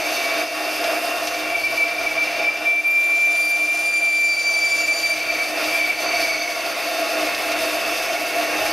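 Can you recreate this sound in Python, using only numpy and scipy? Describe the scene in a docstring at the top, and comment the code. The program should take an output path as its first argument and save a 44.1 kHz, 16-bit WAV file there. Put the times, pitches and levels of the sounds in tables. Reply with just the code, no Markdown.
"""A thin boring bar rings near 2.3 kHz in a small brass part on a benchtop lathe, close to a stereo microphone:
a rough narrow noise while the cut only shakes it, or pitched chirps and one long clean squeal with overtones.
Around it the cut scrapes and hisses as noise through resonances, and chips tick as short noise bursts.
Behind, the motor and gears whine as wavering tones, the castings rumble and the bench thuds as shaped noise."""
import sys
import numpy as np
from scipy import signal
from scipy.fft import rfft, irfft
from scipy.io import wavfile
from scipy.ndimage import uniform_filter1d

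SR = 44100
rng = np.random.default_rng(int(sys.argv[2]) if len(sys.argv) > 2 else 0)


def generate_wav(signal):
    """Clip the signal to [-1, 1] and save it as 16-bit WAV at the path in sys.argv[1]."""
    frames = np.transpose(np.atleast_2d(signal))
    scaled = np.clip(frames, -1, 1) * 32767
    pcm = np.round(scaled).astype(np.int16)
    wavfile.write(sys.argv[1], SR, pcm)


N = 384552
T = np.arange(N) / SR  # s
HZ = np.maximum(np.arange(N // 2 + 1) * SR / N, 1)


def undb(db):
    """dB to gain."""
    return 10 ** (np.asarray(db) / 20)


def curves(table):
    """Each column of a table after the first, joined by straight lines in time."""
    s, *columns = np.transpose(table)
    return [np.interp(T, s, c) for c in columns]


def colour(points):
    """Gain at every frequency from (Hz, dB) points, joined on a log frequency axis."""
    hz, db = np.transpose(points)
    return undb(np.interp(np.log(HZ), np.log(hz), db))


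def filtered(x, points):
    """A sound with its spectrum multiplied by a colour."""
    return irfft(rfft(x) * colour(points), N)


def walk(rate):
    """Random levels held 1 / rate s and slewed twice; spread near 1."""
    hold = int(SR / rate)
    steps = np.repeat(rng.standard_normal(N // hold + 1), hold)
    return 1.318 * uniform_filter1d(uniform_filter1d(steps, hold), hold)[:N]


# Stereo width of the noises by frequency. Each row: frequency in Hz, side minus mid in dB.
STEREO_WIDTH = [(25, 0), (60, -2), (130, 5.5), (200, -8.5), (380, -10.5), (700, -19.5), (900, -9.5),
                (1290, -16.5), (2600, -10), (3300, -16.5), (4400, -18.5), (5400, -23.5), (6500, -49),
                (8500, -7), (10000, -49)]
# How far the noises lean to one side. Each row: frequency in Hz, left minus right in dB.
LEFT_LEAN = [(60, -1.5), (125, -1.5), (250, -2), (500, 0), (1000, -1), (2000, -0.5), (16000, -0.5)]


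def shaken(points, modes, lo_hz, hi_hz):
    """Noise through a broad spectrum and its resonances, mid rms 1 from lo to hi; unrelated noise feeds the side."""
    power = 1 + sum(undb(2 * db) / (1 + (2 * (HZ - hz) / width) ** 2) for hz, width, db in modes)
    shape = colour(points) * np.sqrt(power)
    in_band = (HZ > lo_hz) & (HZ < hi_hz)
    shape = shape / np.sqrt(2 * np.sum(shape[in_band] ** 2) / N)
    mid = rfft(rng.standard_normal(N)) * shape
    side = rfft(rng.standard_normal(N)) * shape * colour(STEREO_WIDTH)
    pan = np.sqrt(colour(LEFT_LEAN))
    return irfft(np.array([(mid + side) * pan, (mid - side) / pan]), N)


def ports(size, phase, pan_db, lead):
    """A tone of rms size at two microphone ports: left louder by pan_db and ahead by lead radians."""
    half = np.array([[.5], [-.5]])
    return np.sqrt(2) * size * undb(pan_db * half) * np.sin(phase + lead * half)


def shake(width_hz):
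    """Random blows of the cut: a complex envelope as wide as the mode, rms 1."""
    pole = np.exp(-np.pi * width_hz / SR)
    blows = rng.standard_normal(N) + 1j * rng.standard_normal(N)
    return signal.lfilter([np.sqrt((1 - pole ** 2) / 2)], [1, -pole], blows)


# Pitch of the bar, higher the harder it bites. Each row: time in seconds, frequency in Hz.
BAR_PITCH = [(0, 2295), (1.3, 2305), (1.56, 2315), (1.65, 2330), (1.78, 2320), (1.83, 2338), (2.0, 2348),
             (2.07, 2330), (2.12, 2303), (2.19, 2344), (2.24, 2335), (2.29, 2310), (2.39, 2342),
             (2.5, 2338), (2.62, 2350), (2.72, 2341), (2.92, 2356), (3.1, 2353), (3.42, 2361), (3.64, 2354),
             (3.89, 2370), (4.06, 2351), (4.25, 2349), (4.45, 2330), (5.11, 2329), (5.15, 2338),
             (5.25, 2302), (5.34, 2335), (5.39, 2300), (5.48, 2335), (5.65, 2345), (5.72, 2325),
             (5.78, 2332), (5.84, 2304), (5.9, 2302), (5.96, 2345), (6.03, 2305), (6.16, 2292), (6.2, 2312),
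             (6.29, 2270), (6.4, 2255), (6.5, 2225), (7.3, 2225), (7.8, 2250), (8.2, 2215), (8.72, 2250)]
# The bar while the cut only shakes it.
# Each row: time in seconds, level in dB rms outside the pitched spells, share of power heavily damped (0-1).
LOOSE_BAR = [(0, -23, 0.7), (.14, -40, 0.5), (.2, -31, .3), (.42, -32.5, 0.3), (.47, -34, .2),
             (.62, -40, 0.4), (.67, -31, 0.5), (1.2, -44, 1), (1.5, -27, .6), (1.57, -30.5, .4),
             (2.0, -27.5, 0.1), (2.42, -25.5, 0.5), (2.5, -26, 0.6), (2.65, -35, 0.5), (5.05, -29.5, 0.8),
             (5.2, -25.5, 0.94), (5.42, -25.5, 0.78), (5.54, -33, .6), (5.62, -28, 0.9), (5.72, -24.5, 0.7),
             (5.9, -22.5, .8), (5.98, -30.5, .7), (6.17, -23, 0.9), (6.32, -26, 0.3), (6.75, -33, 0.5),
             (7.15, -39, .6), (7.27, -30.5, 0.9), (7.75, -35.5, 0.7), (8.2, -32, 0.5), (8.72, -32, 0.7)]
# Spells in which the bar sounds pitched: short chirps, weak or strong, and one long squeal.
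# Each row: start in seconds, length in seconds, level in dB before swell, falter and flicker.
PITCHED_SPELLS = [(0.004, 0.027, -34), (0.059, 0.02, -22.5), (0.166, 0.038, -27), (0.205, 0.028, -32),
                  (0.233, 0.049, -27), (0.283, 0.065, -30), (.35, 0.06, -32), (0.41, 0.02, -24),
                  (0.646, 0.032, -32), (.7, 0.034, -35), (.775, 0.041, -35), (.855, .03, -33),
                  (0.935, 0.041, -30.5), (1.34, .035, -29), (1.385, .03, -31), (1.467, 0.075, -31),
                  (1.552, 0.012, -19), (1.58, 0.02, -23), (1.634, 0.044, -18), (1.708, 0.027, -19),
                  (1.771, 0.028, -19), (1.802, 0.035, -18), (1.865, 0.012, -22), (2.065, 0.017, -17),
                  (1.921, 0.059, -27), (1.982, 0.025, -22.5), (2.105, 0.023, -22), (2.175, 0.073, -19),
                  (2.32, 0.034, -27), (2.39, 0.034, -28), (2.443, 0.057, -17.5), (2.508, 0.045, -26),
                  (2.562, 0.018, -29), (2.594, 0.046, -30), (2.65, 0.16, -18), (2.841, 2.094, -18),
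                  (4.949, 0.018, -17), (4.968, 0.048, -23), (5.032, 0.11, -12.5), (5.202, 0.042, -20),
                  (5.274, 0.042, -16.5), (5.303, 0.014, -21), (5.33, 0.01, -18), (5.397, 0.039, -17.5),
                  (5.463, .03, -22), (5.555, .03, -25), (5.602, 0.063, -28), (5.683, .025, -22),
                  (5.714, 0.024, -18), (5.752, 0.025, -15), (5.795, 0.017, -14), (5.816, 0.049, -16),
                  (5.867, 0.02, -20), (5.9, 0.018, -13), (5.972, 0.013, -19), (6.062, 0.018, -17),
                  (6.153, 0.038, -20), (6.213, .015, -21), (6.235, 0.033, -21), (6.303, 0.018, -19)]
ATTACK_S, RELEASE_S = 0.013, 0.018
TAMED_DB = -3.5  # the random shaking is weaker during the pitched spells
# The pitched sound falters for a moment, mostly once a spindle turn.
# Each row: time in seconds, depth in dB, pitch kick in Hz.
FALTERS = [(2.203, 4, 1), (2.655, 3, 8), (2.75, 2, -3.5), (3.5, 2.5, 4), (3.584, 6.5, 9),
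           (3.669, 10.5, 15.5), (3.746, 4.5, 10), (3.83, 3, 9.5), (3.92, 7, 11), (4.007, 9, 14),
           (4.11, 3.5, 1), (4.361, 10, -12), (4.431, 9.5, -13.5), (4.53, 4.5, -8), (4.611, 8, -8.5),
           (4.693, 6.5, -8), (4.77, 9, -12.5), (4.83, 8, -8), (4.867, 27, -1), (5.083, 5, -8)]
FALTER_S = 0.014  # time from the middle of a falter to 1/e of its depth
# The long squeal swells and sags; the last level stays on the chirps after it.
# Each row: time in seconds, level change in dB.
SQUEAL_SWELL = [(2.84, -3), (2.865, 3), (2.89, -0.5), (2.93, -1.5), (2.96, 1), (3.1, 0.5), (3.29, 1.5),
                (3.34, -1.5), (3.41, 1), (3.45, -1), (3.64, 0.5), (3.85, -2), (4.1, 2), (4.28, -0.5),
                (4.38, -1.5), (4.75, -0.5), (4.86, 0), (4.91, 1.5), (4.95, -7)]
# Outside this span the chirps are ragged: end of ragged, start of steady, end of steady, start of ragged, in s.
STEADY_SPAN = [2.4, 2.46, 5.12, 5.18]
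# Pitch spread of the ragged chirps in Hz: before, then after the long squeal.
RAGGED_PITCH = [12, 22]
RAGGED_PER_S, RAGGED_DB = 130, 1.8
# Overtones as the tip leaves the metal.
# Each row: time in seconds, then the levels in dB rms of the 2nd, 3rd, 4th, 5th and 6th before falter and flicker.
OVERTONE_LEVELS = [(2.3, -48, -60, -59, -60, -66), (2.7, -59, -62, -58, -60, -66),
                   (2.85, -48, -55, -51, -48, -64), (3.05, -47, -48, -47, -47, -59),
                   (3.3, -56, -44, -49, -51, -62), (3.42, -34.5, -47, -35, -48, -42),
                   (3.55, -39.5, -43, -40.5, -50, -50), (3.7, -51, -47, -43.5, -52, -55),
                   (3.8, -39, -44, -41.5, -51, -55), (3.9, -36.5, -43, -40.5, -51, -55),
                   (4.22, -36.5, -41, -44, -48, -58), (4.3, -30.5, -39.5, -47, -53, -58),
                   (4.48, -28, -40.5, -42, -61, -57), (4.85, -31.5, -36.5, -47, -53, -58),
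                   (5.12, -28.5, -42, -39, -45, -58), (5.2, -40.5, -60, -59.5, -54, -66)]
# For the 2nd to 6th overtone: the share of each falter's depth in dB that it follows.
FALTER_SHARE = [0.2, 0.34, 0.37, .4, .4]
# For the 2nd to 6th overtone: its own flicker in dB.
OVERTONE_FLICKER = [2.8, 3.4, 3.4, 4.2, 4]
OVERTONE_JITTER_RAD = .6  # the tip never leaves the metal the same way twice


def bar():
    """The bar's bending mode: a narrow noisy ring, or a pitched tone with overtones."""
    hz = curves(BAR_PITCH)[0]
    grip = np.ones(N)
    for s, depth_db, kick_hz in FALTERS:
        gap = np.exp(-((T - s) / FALTER_S) ** 2)
        grip *= 1 - (1 - undb(-depth_db)) * gap
        hz += kick_hz * gap

    on, pitched = np.zeros(N), np.zeros(N)
    for s, length, db in PITCHED_SPELLS:
        rise = (T - s) / ATTACK_S + .5
        fall = (s + length - T) / RELEASE_S + .5
        gate = np.clip(np.minimum(rise, fall), 0, 1)
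        on = np.maximum(on, gate)
        pitched = pitched + gate * undb(db)
    lingering = np.minimum(2 * uniform_filter1d(on, size=1300), 1)  # overtones bridge the shortest gaps

    ragged = 1 - np.interp(T, STEADY_SPAN, [0, 1, 1, 0])
    ragged_hz = np.interp(T, STEADY_SPAN[1:3], RAGGED_PITCH) * ragged * walk(RAGGED_PER_S)
    phase = 2 * np.pi * np.cumsum(hz + 3.09 * walk(40) + ragged_hz) / SR

    swell_db = curves(SQUEAL_SWELL)[0] * (T > SQUEAL_SWELL[0][0])
    tone = pitched * grip * undb(swell_db + 0.91 * walk(29.68) + RAGGED_DB * ragged * walk(90))
    loose_db, damped = curves(LOOSE_BAR)
    damped = np.clip(damped, 0, 1)
    loose = np.sqrt(1 - damped) * shake(47) + np.sqrt(damped) * shake(87)  # mode widths in Hz
    envelope = tone + undb(loose_db + TAMED_DB * on) * loose
    ring = ports(np.abs(envelope), phase + np.angle(envelope), 0.29, -0.18)

    for k, over_db in enumerate(curves(OVERTONE_LEVELS)):
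        size = lingering * grip ** FALTER_SHARE[k] * undb(over_db + OVERTONE_FLICKER[k] * walk(120))
        jitter = OVERTONE_JITTER_RAD * walk(90) + 2 * np.pi * rng.random()
        ring += ports(size, (k + 2) * phase + jitter, -0.25, 0.057)
    return ring


# Centres in Hz of the neighbouring bands in which the scrape changes colour.
SHIFT_BANDS = [2800, 3400, 4100, 5000, 6000]
SHIFT_DB, SHIFT_PER_S = 1.5, 5


def shifting(x):
    """Split into neighbouring bands whose levels wander on their own."""
    spectrum = rfft(x)
    place = np.interp(np.log(HZ), np.log(SHIFT_BANDS), np.arange(len(SHIFT_BANDS)))
    out = 0
    for k in range(len(SHIFT_BANDS)):
        band = irfft(spectrum * np.clip(1 - np.abs(place - k), 0, 1), N)
        out = out + band * undb(SHIFT_DB * walk(SHIFT_PER_S))
    return out


# Spectrum of the scraping cut. Each row: frequency in Hz, relative density in dB per Hz.
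SCRAPE_SPECTRUM = [(2000, -21), (3400, -2), (4060, -4), (4780, -1.5), (5280, -2), (5400, -6), (5790, -4.5),
                   (6280, -1), (7000, -24), (9100, -48), (15400, -120)]
# Guard and workpiece, ringing in scrape and hiss. Each row: frequency in Hz, width in Hz, dB over the noise.
HOLDER_MODES = [(4260, 50, 3), (4790, 90, 6), (5275, 60, 7), (5530, 50, 3), (8440, 60, 4), (9230, 120, 5),
                (9800, 100, 4), (10890, 60, 3), (11710, 70, 4), (11930, 70, 4), (12250, 50, 4),
                (12720, 60, 4), (13050, 80, 3)]
SCRAPE_DB = -7.5  # relative to the running noise


def scrape(scrape_db, chips_db):
    """The tip tears brass: noise through guard and workpiece that swells with the chip load."""
    tearing = shifting(shaken(SCRAPE_SPECTRUM, HOLDER_MODES, 3800, 6740))
    return tearing * undb(SCRAPE_DB + 0.39 * scrape_db + chips_db)


# Tool post modes that the cut drives hardest, before the level changes below.
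# Each row: frequency in Hz, width in Hz, dB over their faint skirts.
POST_MODES = [(4493, 30, 34.8), (4593, 53, 34.3), (5970, 35, 23), (6095, 50, 32.4), (6240, 110, 19)]
# Level of the post mode near 4.6 kHz, which dips after the squeal, recovers and dips again.
# Each row: time in seconds, level change in dB.
MID_POST_LEVEL = [(0, 0), (5.1, -1), (5.4, -4), (6.0, -3), (7.0, 1), (7.6, -3), (8.72, 0)]
POST_DB = -13  # relative to the running noise
LOW_POST_DUCK_DB = -7.5  # the lower post modes while the long squeal holds


def post_modes(scrape_db):
    """Noise rattles the tool post's modes; the lower ones quieten over the span of the long squeal."""
    skirts = [(3000, -30), (4000, 4.5), (6500, 0.5), (8000, -30)]  # (Hz, dB)
    post = shaken(skirts, POST_MODES, 3800, 6600)
    low = filtered(post, [(5100, 0), (5500, -60)])
    squealing = np.interp(T, [2.45, 2.6, 5.1, 5.2], [0, 1, 1, 0])
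    post = post + low * (undb(LOW_POST_DUCK_DB * squealing) - 1)
    mid = filtered(post, [(4500, -40), (4550, 0), (4660, 0), (4720, -40)])
    post = post + mid * (undb(curves(MID_POST_LEVEL)[0]) - 1)
    return post * undb(POST_DB + 1.6 * scrape_db + 2.0 * walk(40))


# Spectrum of the fine hiss. Each row: frequency in Hz, relative density in dB per Hz.
HISS_SPECTRUM = [(5000, -13), (6600, -1), (7100, -1.5), (8900, -3.5), (9500, 0), (10800, -2.5), (11900, 3),
                 (13000, -12), (13500, -6), (14800, -7.5), (15300, -15), (16000, -18)]
HISS_DB = -20  # relative to the running noise
TOP_FOLLOWS = 0.35  # the highest hiss takes only this share of a rise in dB


def fine_hiss(hiss_db, chips_db):
    """Fine noise of the cut above the scrape; its highest part rises less."""
    hiss = shaken(HISS_SPECTRUM, HOLDER_MODES, 7460, 8950) * undb(HISS_DB + chips_db)
    top = filtered(hiss, [(10300, -60), (10900, 0)])
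    top_db = TOP_FOLLOWS * np.maximum(hiss_db, 0) + np.minimum(hiss_db, 0)
    return (hiss - top) * undb(hiss_db) + top * undb(top_db)


# Chips that tick on the tool post. Each row: start in seconds, noise level at the onset in dB before the band filter.
CHIP_TICKS = [(0.84, -17), (1.271, -15), (1.342, -22), (1.881, -23), (2.571, -26), (3.352, -25),
              (3.79, -27), (3.958, -26), (4.049, -26), (4.148, -26), (4.394, -22), (4.998, -21),
              (5.64, -17), (7.265, -20), (7.347, -19), (7.518, -17), (7.7, -23), (8.13, -19), (8.57, -21)]


def ticks():
    """Each chip is a short rattle of noise in the range of the tool post."""
    out = np.zeros(N)
    fade = np.exp(-np.arange(1200) / (0.013 * SR))
    for s, db in CHIP_TICKS:
        i = int(s * SR)
        out[i:i + len(fade)] += undb(db) * fade * rng.standard_normal(len(fade))
    band = signal.butter(3, [2600, 6000], "bandpass", fs=SR, output="sos")
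    return signal.sosfilt(band, out)


RUN_REF_DB = -26  # running noise at which the motor's tones have the levels given here
# Rotor slot harmonics and neighbours at twice the mains, in Hz.
WHINE_PITCHES = [1464, 1704, 1823.8, 1943.8, 2615.75, 2735.7, 2975.6, 3647.7]
# Each row, one whine: dB rms midway, left minus right in dB, left lead in radians, drift in dB per second.
WHINE_LEVELS = [(-49.5, 0, 0, 0), (-54, 0, 0, 0), (-42.5, -1, 0, 0), (-49, 0, 0, 0), (-36.5, 0, .04, .6),
                (-36, 1.4, .36, -.3), (-51, 0, 0, 0), (-46.5, 0, .03, -.2)]
# Narrow gear and belt tones, in Hz.
GEAR_PITCHES = [498.7, 528, 640.5, 672.2, 695.8, 829.3, 963.6]
# Levels of the gear and belt tones, in dB rms.
GEAR_LEVELS = [-52, -48, -44, -44, -40, -46.5, -53.5]
# Two close gear tones beat: the upper one, then the beat, its first swell and the lower one's relative level.
HUM_HZ, HUM_DB = 312.1, -42
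BEAT_HZ, BEAT_S, LOWER_DB = 5.883, .066, -4


def motor():
    """Motor, gears and belt: steady tones that waver a little in level and phase, and a beating pair."""
    out = 0
    for hz, (db, pan_db, lead, drift) in zip(WHINE_PITCHES, WHINE_LEVELS):
        phase = 2 * np.pi * (hz * T + rng.random()) + 0.24 * walk(3.05) + 0.46 * walk(25)
        level_db = db + drift * (T - T[-1] / 2) + 0.93 * walk(2.54) + 1.87 * walk(30)
        out = out + ports(undb(level_db), phase, pan_db, lead)
    for hz, db in zip(GEAR_PITCHES, GEAR_LEVELS):
        phase = 2 * np.pi * (hz * T + rng.random()) + 1.18 * walk(4)
        out = out + ports(undb(db + 2.35 * walk(5) + 3.5 * walk(18)), phase, -.8, 0.38)
    upper = 2 * np.pi * HUM_HZ * T
    lower = upper - 2 * np.pi * BEAT_HZ * (T - BEAT_S)
    out = out + ports(undb(HUM_DB), upper, -1.9, 0.12)
    out = out + ports(undb(HUM_DB + LOWER_DB + 1.1 * walk(2.66)), lower, -1.7, 0.092)
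    return out * undb(-RUN_REF_DB)


# Spectrum of gears and belt. Each row: frequency in Hz, relative density in dB per Hz.
RUMBLE_SPECTRUM = [(41, -63), (70, -40), (190, -29.5), (225, -21), (304, -8), (429, -11), (559, -12),
                   (670, -3.5), (901, -13.5), (1410, -17.5), (2020, -10), (2680, -9.5), (2950, -17.5),
                   (3600, -19.5), (4680, -33), (7920, -120)]
# Castings, guard and tray. Each row: frequency in Hz, width in Hz, dB relative to the rumble.
CASTING_MODES = [(307.5, 3.7, 10), (367, 9.1, 1.5), (496.6, 20.5, 8.5), (534, 8.7, -9), (593, 55, 5.5),
                 (643, 3.5, 12.5), (673.8, 30.3, 12), (711.6, 6.8, 11.5), (736, 23, -12), (840, 5.4, 7),
                 (944, 6.7, 6), (1069, 32, 7.5), (1121, 20, 14), (1177, 38, 5), (1265, 49, 10.5),
                 (1343, 20, 9), (1401, 31, 15), (1443, 57, 9), (1614, 21, 10), (1675, 27, 3.5),
                 (2424, 27, 8), (2500, 30, 4), (2603, 61, -1), (2800, 65, -1.5), (2987, 19, 11),
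                 (3642, 35, 13.5)]


def casting_rumble():
    """Gears and belt shake the castings: noise through their resonances."""
    return shaken(RUMBLE_SPECTRUM, CASTING_MODES, 400, 2480) * undb(0.92 * walk(25) + 0.45 * walk(11))


# Level of the bench thud. Each row: time in seconds, dB over its usual share.
THUD_LEVEL = [(0, 0), (.63, -2), (1.6, 8), (2.3, 1), (3.13, 0), (3.98, 0), (4.47, 5), (4.93, 0), (5.05, 13),
              (5.17, -8), (5.73, -4), (5.85, -9), (6.26, -4), (6.41, -5), (7.53, 4.5), (7.8, -1.5),
              (8.72, 4)]
BASS_DB = -38  # relative to the running noise


def bench_thud():
    """Low noise of the bench, uneven in level."""
    spectrum = [(12, -20), (30, -5), (70, -5.5), (140, -7.5), (200, -7.5), (300, -40)]  # (Hz, dB per Hz)
    level_db = BASS_DB + curves(THUD_LEVEL)[0] + 3.5 * walk(6.2) + 1.7 * walk(12)
    return shaken(spectrum, [], 20, 100) * undb(level_db)


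# The running lathe as heard, sinking while the bar squeals.
# Each row: time in seconds, running noise in dB, drive of the cut in dB (scrape and post each scale it),
# fine hiss in dB over its usual share (the highest hiss scales its rises).
RUNNING = [(0, -28, 3, 1), (.4, -24, -3, -2), (.47, -30.5, -2, -2.5), (.6, -28.5, -0.5, 0.5),
           (.68, -26, -2, -0.5), (1.2, -25.5, -6, -1.5), (1.36, -28.5, -0.5, 0.5), (1.5, -25.5, -4.5, -3),
           (1.6, -29, 1.5, 0.5), (1.9, -29.5, -1.5, -2), (2.25, -29.5, -1, -3), (2.4, -26, -0.5, -4.5),
           (2.5, -31, -2, -5), (2.64, -28.5, -6, -4.5), (2.74, -34.5, 3, -0.5), (2.95, -34, 0.5, -1),
           (3.4, -32.5, 5, 2.5), (3.65, -34.5, 3.5, 1), (3.8, -33, 5.5, 3), (4.25, -36.5, 9, 5),
           (4.55, -33.5, 8.5, 4.5), (4.85, -32, 8.5, 5.5), (5.1, -32.5, 8, 2.5), (5.45, -29.5, 5, 2),
           (5.54, -28.5, 0.5, 2.5), (5.585, -24.5, -2, -1.5), (5.72, -26, 2.5, 1.5), (5.95, -30.5, 3.5, 1),
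           (6.05, -27, 5, 0.5), (6.2, -26, 6, 2), (6.4, -30, 6, 1.5), (6.95, -25.5, -1, -1),
           (7.7, -26, -0.5, 1), (8.05, -25, -2, -1), (8.4, -25.5, -0.5, -0.5), (8.72, -24.5, -0.5, 0)]
FLUTTER_DB, FLUTTER_PER_S = 0.49, 12  # the running noise flutters


def scene():
    """All but the bar and ticks share one running level; scrape and hiss swell with the chip load."""
    run_db, scrape_db, hiss_db = curves(RUNNING)
    chips_db = 1.0 * walk(45) + 0.71 * walk(14)
    cut = scrape(scrape_db, chips_db) + post_modes(scrape_db) + fine_hiss(hiss_db, chips_db)
    machine = motor() + casting_rumble() + bench_thud()
    running = undb(run_db + FLUTTER_DB * walk(FLUTTER_PER_S))
    return bar() + ticks() + running * (cut + machine)


ROUND_AT = .55  # amplitude where peaks round off
TOP_HZ = 15700


def record(dry):
    """The recorder rounds the loudest peaks and cuts the top."""
    rounded = ROUND_AT * np.tanh(dry / ROUND_AT)
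    return signal.sosfilt(signal.ellip(12, .2, 70, TOP_HZ, fs=SR, output="sos"), rounded)


dry = scene()
out = record(dry)
generate_wav(out)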